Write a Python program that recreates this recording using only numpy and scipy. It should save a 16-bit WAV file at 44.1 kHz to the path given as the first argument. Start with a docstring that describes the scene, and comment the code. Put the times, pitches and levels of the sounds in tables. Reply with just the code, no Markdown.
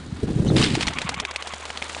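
"""A bird flaps away over an open field, thrown from a spring launcher hidden in dry grass.
Its wing tips clap about twice a cycle, with air swishing and the flight feathers whistling between.
The launch is a few thin squeaks and a burst of straw and feathers. A gust buffets the one
microphone at first; far off, an engine hums under the hiss of the field."""
import sys
import numpy as np
from scipy import signal
from scipy.fft import rfft, irfft
from scipy.io import wavfile
from scipy.ndimage import uniform_filter1d

SR = 44100
rng = np.random.default_rng(int(sys.argv[2]) if len(sys.argv) > 2 else 0)


def int16_out(signal):
    """Quantize to a 16-bit WAV file."""
    q = np.round(np.clip(np.atleast_2d(signal).T, -1, 1) * 32767)
    wavfile.write(sys.argv[1], SR, q.astype(np.int16))


N = 88200
TIME = np.arange(N) / SR


def amp(db):
    """Decibels to gain."""
    return 10 ** (np.asarray(db) / 20)


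def unit(x):
    """Scales to rms 1."""
    return x / np.sqrt(np.mean(x ** 2) + 1e-20)


def bell(x, width):
    """A Gaussian bump of height 1 at x = 0."""
    return np.exp(-.5 * (x / width) ** 2)


def curve(rows, column=1):
    """One column of a time table at every sample."""
    rows = np.array(rows)
    return np.interp(TIME, rows[:, 0], rows[:, column])


def add(mix, start_s, sound):
    """Mixes a sound in at a time."""
    part = mix[max(0, round(start_s * SR)):][:len(sound)]
    part += sound[:len(part)]


def colour(spectrum, size=4096):
    """Causal impulse response with the given spectrum."""
    hz, db = np.transpose(spectrum)
    bin_hz = abs(np.fft.fftfreq(size, 1 / SR)) + 1
    log_gain = np.log(amp(np.interp(np.log(bin_hz), np.log(hz), db)))
    minimum_phase = np.exp(np.conj(signal.hilbert(log_gain)))
    return np.fft.ifft(minimum_phase).real[:size // 2]


def drift(rate_hz, size=N):
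    """Smooth random motion of rms about 1."""
    hz = np.fft.rfftfreq(N, 1 / SR)
    lowpass = np.exp(-(hz / rate_hz) ** 2) * (hz > 0)
    return unit(irfft(rfft(rng.standard_normal(N)) * lowpass, N))[:size]


def noise(spectrum, grain_db, grain_hz):
    """Coloured noise whose strength flickers in grains."""
    grains = rng.standard_normal(N) * amp(grain_db * np.clip(drift(grain_hz), -2, 2))
    return unit(signal.fftconvolve(grains, colour(spectrum))[:N])


def whistle(hz, waver_hz, rate_hz=300, rasp_db=3):
    """A thin, raspy tone that wavers about a pitch curve."""
    phase = 2 * np.pi * np.cumsum(hz + waver_hz * drift(rate_hz, len(hz))) / SR
    return unit(amp(rasp_db * drift(rate_hz, len(hz))) * np.sin(phase))


def glide(length_s, from_hz, to_hz, db, waver_hz):
    """A short wavering tone that swells, slides and fades."""
    progress = np.arange(0, length_s, 1 / SR) / length_s
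    return amp(db) * np.sin(np.pi * progress) * whistle(from_hz + (to_hz - from_hz) * progress, waver_hz)


# Engine, far off: (time [s], pitch [Hz], level [dB])
ENGINE_HUM = [(0, 79.64, -43.5), (1.1, 71.23, -44), (1.45, 74.6, -49.5), (1.65, 75.2, -47),
              (1.85, 77.7, -48.5), (2, 80.4, -46.5)]


def far_engine():
    """A distant engine reaches the microphone as one low, unsteady tone."""
    db = curve(ENGINE_HUM, column=2) + 1.2 * drift(9.9)
    phase = 2 * np.pi * np.cumsum(curve(ENGINE_HUM)) / SR
    return np.sqrt(2) * amp(db) * np.sin(phase)


# Open air and dry grass around the microphone: (frequency [Hz], level [dB])
HISS_SPECTRUM = [(20, -4), (100, -38), (200, -1.5), (400, 1.5), (800, 1.5), (1500, 1.5), (2500, -4),
                 (4000, -2), (6000, -13.5), (10000, -15)]
GRASS_SPECTRUM = [(1000, -42), (2500, 3), (4500, 1), (7000, 9), (10000, -1)]
# Their rise and fall: (time [s], level [dB])
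HISS_LEVEL = [(0, -44.5), (.12, -45.5), (.45, -42.5), (1.3, -56.5), (1.5, -41.5), (1.78, -40), (2, -36.5)]
GRASS_LEVEL = [(0, -59), (.45, -52), (1.35, -52), (1.5, -45), (1.65, -46), (1.76, -50), (1.88, -44)]


def field():
    """Open-air hiss and the grainy fizz of dry grass."""
    hiss = amp(curve(HISS_LEVEL)) * noise(HISS_SPECTRUM, grain_db=2, grain_hz=60)
    grass = amp(curve(GRASS_LEVEL)) * noise(GRASS_SPECTRUM, grain_db=8.5, grain_hz=387)
    return hiss + grass


# Gust, right on the microphone: (time [s], level [dB])
GUST_LEVEL = [(0, -39.5), (.08, -32), (.11, -41), (.195, -32.5), (.235, -22), (.27, -31.5), (.285, -22.5),
              (.34, -25.5), (.39, -21.5), (.47, -21), (.55, -16), (.605, -17), (.68, -26), (.8, -26),
              (.92, -35), (1.1, -39), (1.22, -41.5), (1.35, -57)]
# Its rumble: (frequency [Hz], level [dB])
GUST_SPECTRUM = [(20, -14.5), (45, -8.5), (85, -2.5), (150, -2), (280, -1), (440, -7), (620, -19),
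                 (1000, -41.5), (2500, -42)]
# Single thumps of air on the microphone: (time [s], peak level [dB], pitch [Hz])
AIR_THUMPS = [(.129, -18.5, 157), (0.244, -11.5, 177), (0.283, -23, 246), (0.365, -10.5, 148),
              (0.405, -7, 141), (0.488, -15, 134), (0.514, -8, 153), (0.61, -2.5, 234), (.655, -16.5, 158),
              (.714, -11, 167), (0.751, -17.5, 127), (0.776, -15.5, 315), (0.873, -25, 69),
              (1.054, -22.5, 162), (1.175, -26.5, 169), (1.967, -20, 736)]


def gust(dull_hz=273.5, db_per_doubling=9, eddy_hz=150.2, eddy_db=-4.5, tilt_db=-6, thump_cycles=.48):
    """Lumpy turbulence brightens as it grows and breaks into a flutter of eddies, with single thumps."""
    db = curve(GUST_LEVEL)
    rumble = noise(GUST_SPECTRUM, grain_db=3.5, grain_hz=59.6)
    dull = signal.sosfiltfilt(signal.butter(2, dull_hz, fs=SR, output="sos"), rumble)
    brightness = 2 ** ((db - db.max()) / db_per_doubling)
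    # Eddies: an uneven train of sharp pressure peaks.
    phase = 2 * np.pi * np.cumsum(eddy_hz * np.exp(.42 * drift(eddy_hz))) / SR
    eddies = unit(sum(amp(tilt_db * k) * np.cos(k * phase) for k in range(1, 5)))
    out = amp(db) * (dull + brightness * (rumble - dull + amp(eddy_db) * eddies))
    for at_s, peak_db, hz in AIR_THUMPS:
        cycles = (TIME - at_s) * hz
        out += amp(peak_db) * bell(cycles, thump_cycles) * np.cos(2 * np.pi * cycles)
    return out


# Straw and feathers at the launcher, down in the grass: (time [s], level [dB])
RUSTLE_LEVEL = [(.56, -30.5), (.568, -19), (.584, -22.5), (.6, -21.5), (.621, -20), (.628, -21.5),
                (.645, -21.5), (.67, -29), (.7, -30.5), (.745, -31.5), (.765, -28), (.788, -40),
                (.803, -32.5), (.83, -27), (.85, -42), (.89, -38.5), (.92, -42), (.945, -47), (1.05, -38.5),
                (1.2, -94)]
# Their colour: (frequency [Hz], level [dB])
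RUSTLE_SPECTRUM = [(200, 0), (600, -5), (1200, -2), (2000, 0), (2800, 2), (4900, -2.5), (5700, -10.5),
                   (8000, -8.5), (10000, -15)]
# Squeaks around the launch: (time [s], length [s], start pitch [Hz], end pitch [Hz], level [dB])
LAUNCH_SQUEAKS = [(.472, .046, 4280, 3520, -35.5), (.455, .036, 3030, 2950, -43),
                  (.46, .044, 6250, 5900, -46), (.628, .016, 4600, 4480, -22),
                  (.631, .014, 5000, 5150, -25), (.657, .026, 3550, 3150, -28),
                  (.738, .016, 4000, 3900, -33)]


def launch(spring_s=.5608):
    """The launcher springs in a crackling burst of straw and feathers, amid thin squeaks."""
    rustle = noise(RUSTLE_SPECTRUM, grain_db=3.5, grain_hz=940)
    out = (TIME > spring_s) * amp(curve(RUSTLE_LEVEL)) * rustle
    for start_s, *squeak in LAUNCH_SQUEAKS:
        add(out, start_s, glide(*squeak, waver_hz=180))
    return out


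# Wing cycles, fading as the bird leaves the microphone: (time [s], level [dB])
WING_CYCLES = [(.64, -48), (.753, -37), (.881, -33.5), (.986, -33.5), (1.092, -33), (1.201, -37),
               (1.311, -37), (1.425, -38), (1.536, -41), (1.654, -42), (1.772, -45.5), (1.896, -51)]
# Air over the wings: (frequency [Hz], level [dB])
SWISH_SPECTRUM = [(100, -24), (350, -5), (700, -2), (1200, 2.5), (1650, -2), (2200, 1), (3500, -3),
                  (5500, -32), (10000, -44.5)]


def wing_air(cycle_s=.112, top_hz=1120, whistle_db=-2.5, octave_db=-5, stall_s=.006, stall_delay_s=.014):
    """Air swishes on both strokes; the flight feathers whistle up and down in pitch once a cycle."""
    level, tones = np.zeros(N), np.zeros(N)
    progress = np.arange(0, cycle_s, 1 / SR) / cycle_s
    wing_speed = amp(-2) * bell(progress - .29, .15) + bell(progress - .84, .15)
    hz = top_hz * np.exp(-2.3 * (progress - .71) ** 2)
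    for start_s, db in WING_CYCLES:
        tone = whistle(hz, waver_hz=35) + amp(octave_db) * whistle(2 * hz, waver_hz=70)
        add(level, start_s, amp(db) * wing_speed)
        add(tones, start_s, amp(db + whistle_db) * wing_speed * tone)
    air = level * noise(SWISH_SPECTRUM, grain_db=3.5, grain_hz=400) + tones
    # The air stalls just after each clap, most after the hard ones.
    hardest_db = max(row[1] for row in WING_CLAPS)
    for clap_s, db, *_ in WING_CLAPS:
        depth = .65 * amp((db - hardest_db) / 2)
        air *= 1 - depth * bell(TIME - clap_s - stall_delay_s, stall_s)
    whoo = glide(length_s=.068, from_hz=440, to_hz=360, db=-41, waver_hz=25.2)
    add(air, 1.205, whoo)  # one low breath of air between beats
    return air


# Wing slaps and claps, first inside the straw, then out over the field:
# (time [s], level [dB], ring pitch [Hz], ring offset [dB], pat offset [dB], rattle offset [dB])
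WING_CLAPS = [(.5660, -10, 3800, 7, 7, -2), (0.5826, -16, 3260, 8.5, -3, -6),
              (0.6154, -9, 1470, -1, -10, -5), (0.6269, -11, 2850, 10.5, -3, 2.5),
              (.642, -18.5, 3960, 13, -16, 6), (0.7522, -1, 3100, -5, -16, -1.5),
              (0.809, -13.5, 3100, 2, -1, 3), (0.826, -15.5, 3280, -6, -14, 1),
              (0.8312, -16.5, 2340, 8.5, 4, 1.5), (0.869, -12.5, 3270, -5, 3, -0.5),
              (0.8738, -14.5, 4300, 2, -20, -1.5), (0.881, -17, 2210, 12, -7, 2.5),
              (0.8832, -19, 2200, -0.5, 4, 6.5), (0.9348, -20, 3070, -5, 1, 1.5),
              (0.986, -17.5, 2460, 11.5, -1, 4), (1.0161, -20.5, 3400, -13, -3, 7.5),
              (1.0917, -10, 2350, -20, 8.5, 1), (1.1430, -12, 2400, -5, -9, -8),
              (1.2001, -9.5, 3440, -2.5, 2, -0.5), (1.2508, -27, 2400, 20.5, -22, 11),
              (1.3110, -14.5, 2200, -13, 3.5, -5.5), (1.3605, -11, 2620, 5, -3.5, -3),
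              (1.4243, -13.5, 3060, -3, -15, -10), (1.4722, -19.5, 2800, -11, 3.5, 2.5),
              (1.5368, -18.5, 2470, -3.5, 10.5, -1), (1.654, -15, 3060, -11, -3.5, -5.5),
              (1.7031, -16.5, 2240, 5, 8, -4.5), (1.7740, -11.5, 3340, -4.5, -10, -12.5),
              (1.8200, -19.5, 2240, 3, 11.5, -20), (1.8238, -19, 2375, 10, -2, -1.5),
              (1.8966, -17, 2380, -3, -11, -7), (1.948, -18, 2660, 2.5, -4, -8.5)]
# Crack and rattle of the feathers: (frequency [Hz], level [dB])
CRACK_SPECTRUM = [(100, -13.5), (400, -4.5), (1000, 3), (1700, -1), (2200, 2), (4200, -0.5), (6000, -4.5),
                  (10000, -14)]


def wing_claps():
    """Wing tips meet: a crack, a ring of trapped air, a low pat, a rattle and faint hiss of feathers."""
    ring_s, upper_ratio, upper_db = .00046, 1.334, -4  # the pocket of air has a second, higher ring
    pat_hz, pat_s, puff_hz, puff_s = 850, .0011, 248, .0079
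    rattle_rise_s, rattle_s, feather_hiss_s = .00054, .0044, .0037
    out, crack = np.zeros(N), colour(CRACK_SPECTRUM)
    t = TIME[:len(crack)]
    turn = 2 * np.pi * t
    for start_s, db, hz, ring_db, pat_db, rattle_db in WING_CLAPS:
        squeeze = amp(ring_db - 6) * t / ring_s * np.exp(1 - t / ring_s)
        ring = squeeze * (np.sin(turn * hz) + amp(upper_db) * np.sin(turn * upper_ratio * hz))
        pat = amp(pat_db - 10.5) * np.exp(-t / pat_s) * np.sin(turn * pat_hz)
        puff = amp(pat_db - 31.5) * np.exp(-t / puff_s) * np.sin(turn * puff_hz)
        rattle = amp(rattle_db - 6) * (1 - np.exp(-t / rattle_rise_s)) * np.exp(-t / rattle_s)
        feather_hiss = amp(-32) * np.exp(-t / feather_hiss_s)
        feathers = noise(CRACK_SPECTRUM, grain_db=2, grain_hz=1980)[-len(t):] * (rattle + feather_hiss)
        add(out, start_s, amp(db) * (crack / crack.max() + ring + pat + puff + feathers))
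    return out


def scene():
    """The bird and the field around it, at one microphone."""
    return (wing_claps() + wing_air() + launch() + gust() + far_engine() + field())[None]


def record(dry, limit_db=-8.5, recover_db_per_s=316, cutoff_hz=10080):
    """Behind the microphone, a quick limiter holds the peaks and a steep low-pass cuts the top."""
    recovery_db = TIME * recover_db_per_s
    peak_db = 20 * np.log10(abs(dry[0]) + 1e-9)
    held_db = np.maximum.accumulate(peak_db + recovery_db) - recovery_db
    over_db = np.maximum(held_db - limit_db, 0)
    limited = dry / amp(uniform_filter1d(over_db, size=24))
    lowpass = signal.firwin(601, cutoff_hz, window=("kaiser", 8), fs=SR)
    return signal.oaconvolve(limited, lowpass[None], "same")


dry = scene()
out = record(dry)
int16_out(out)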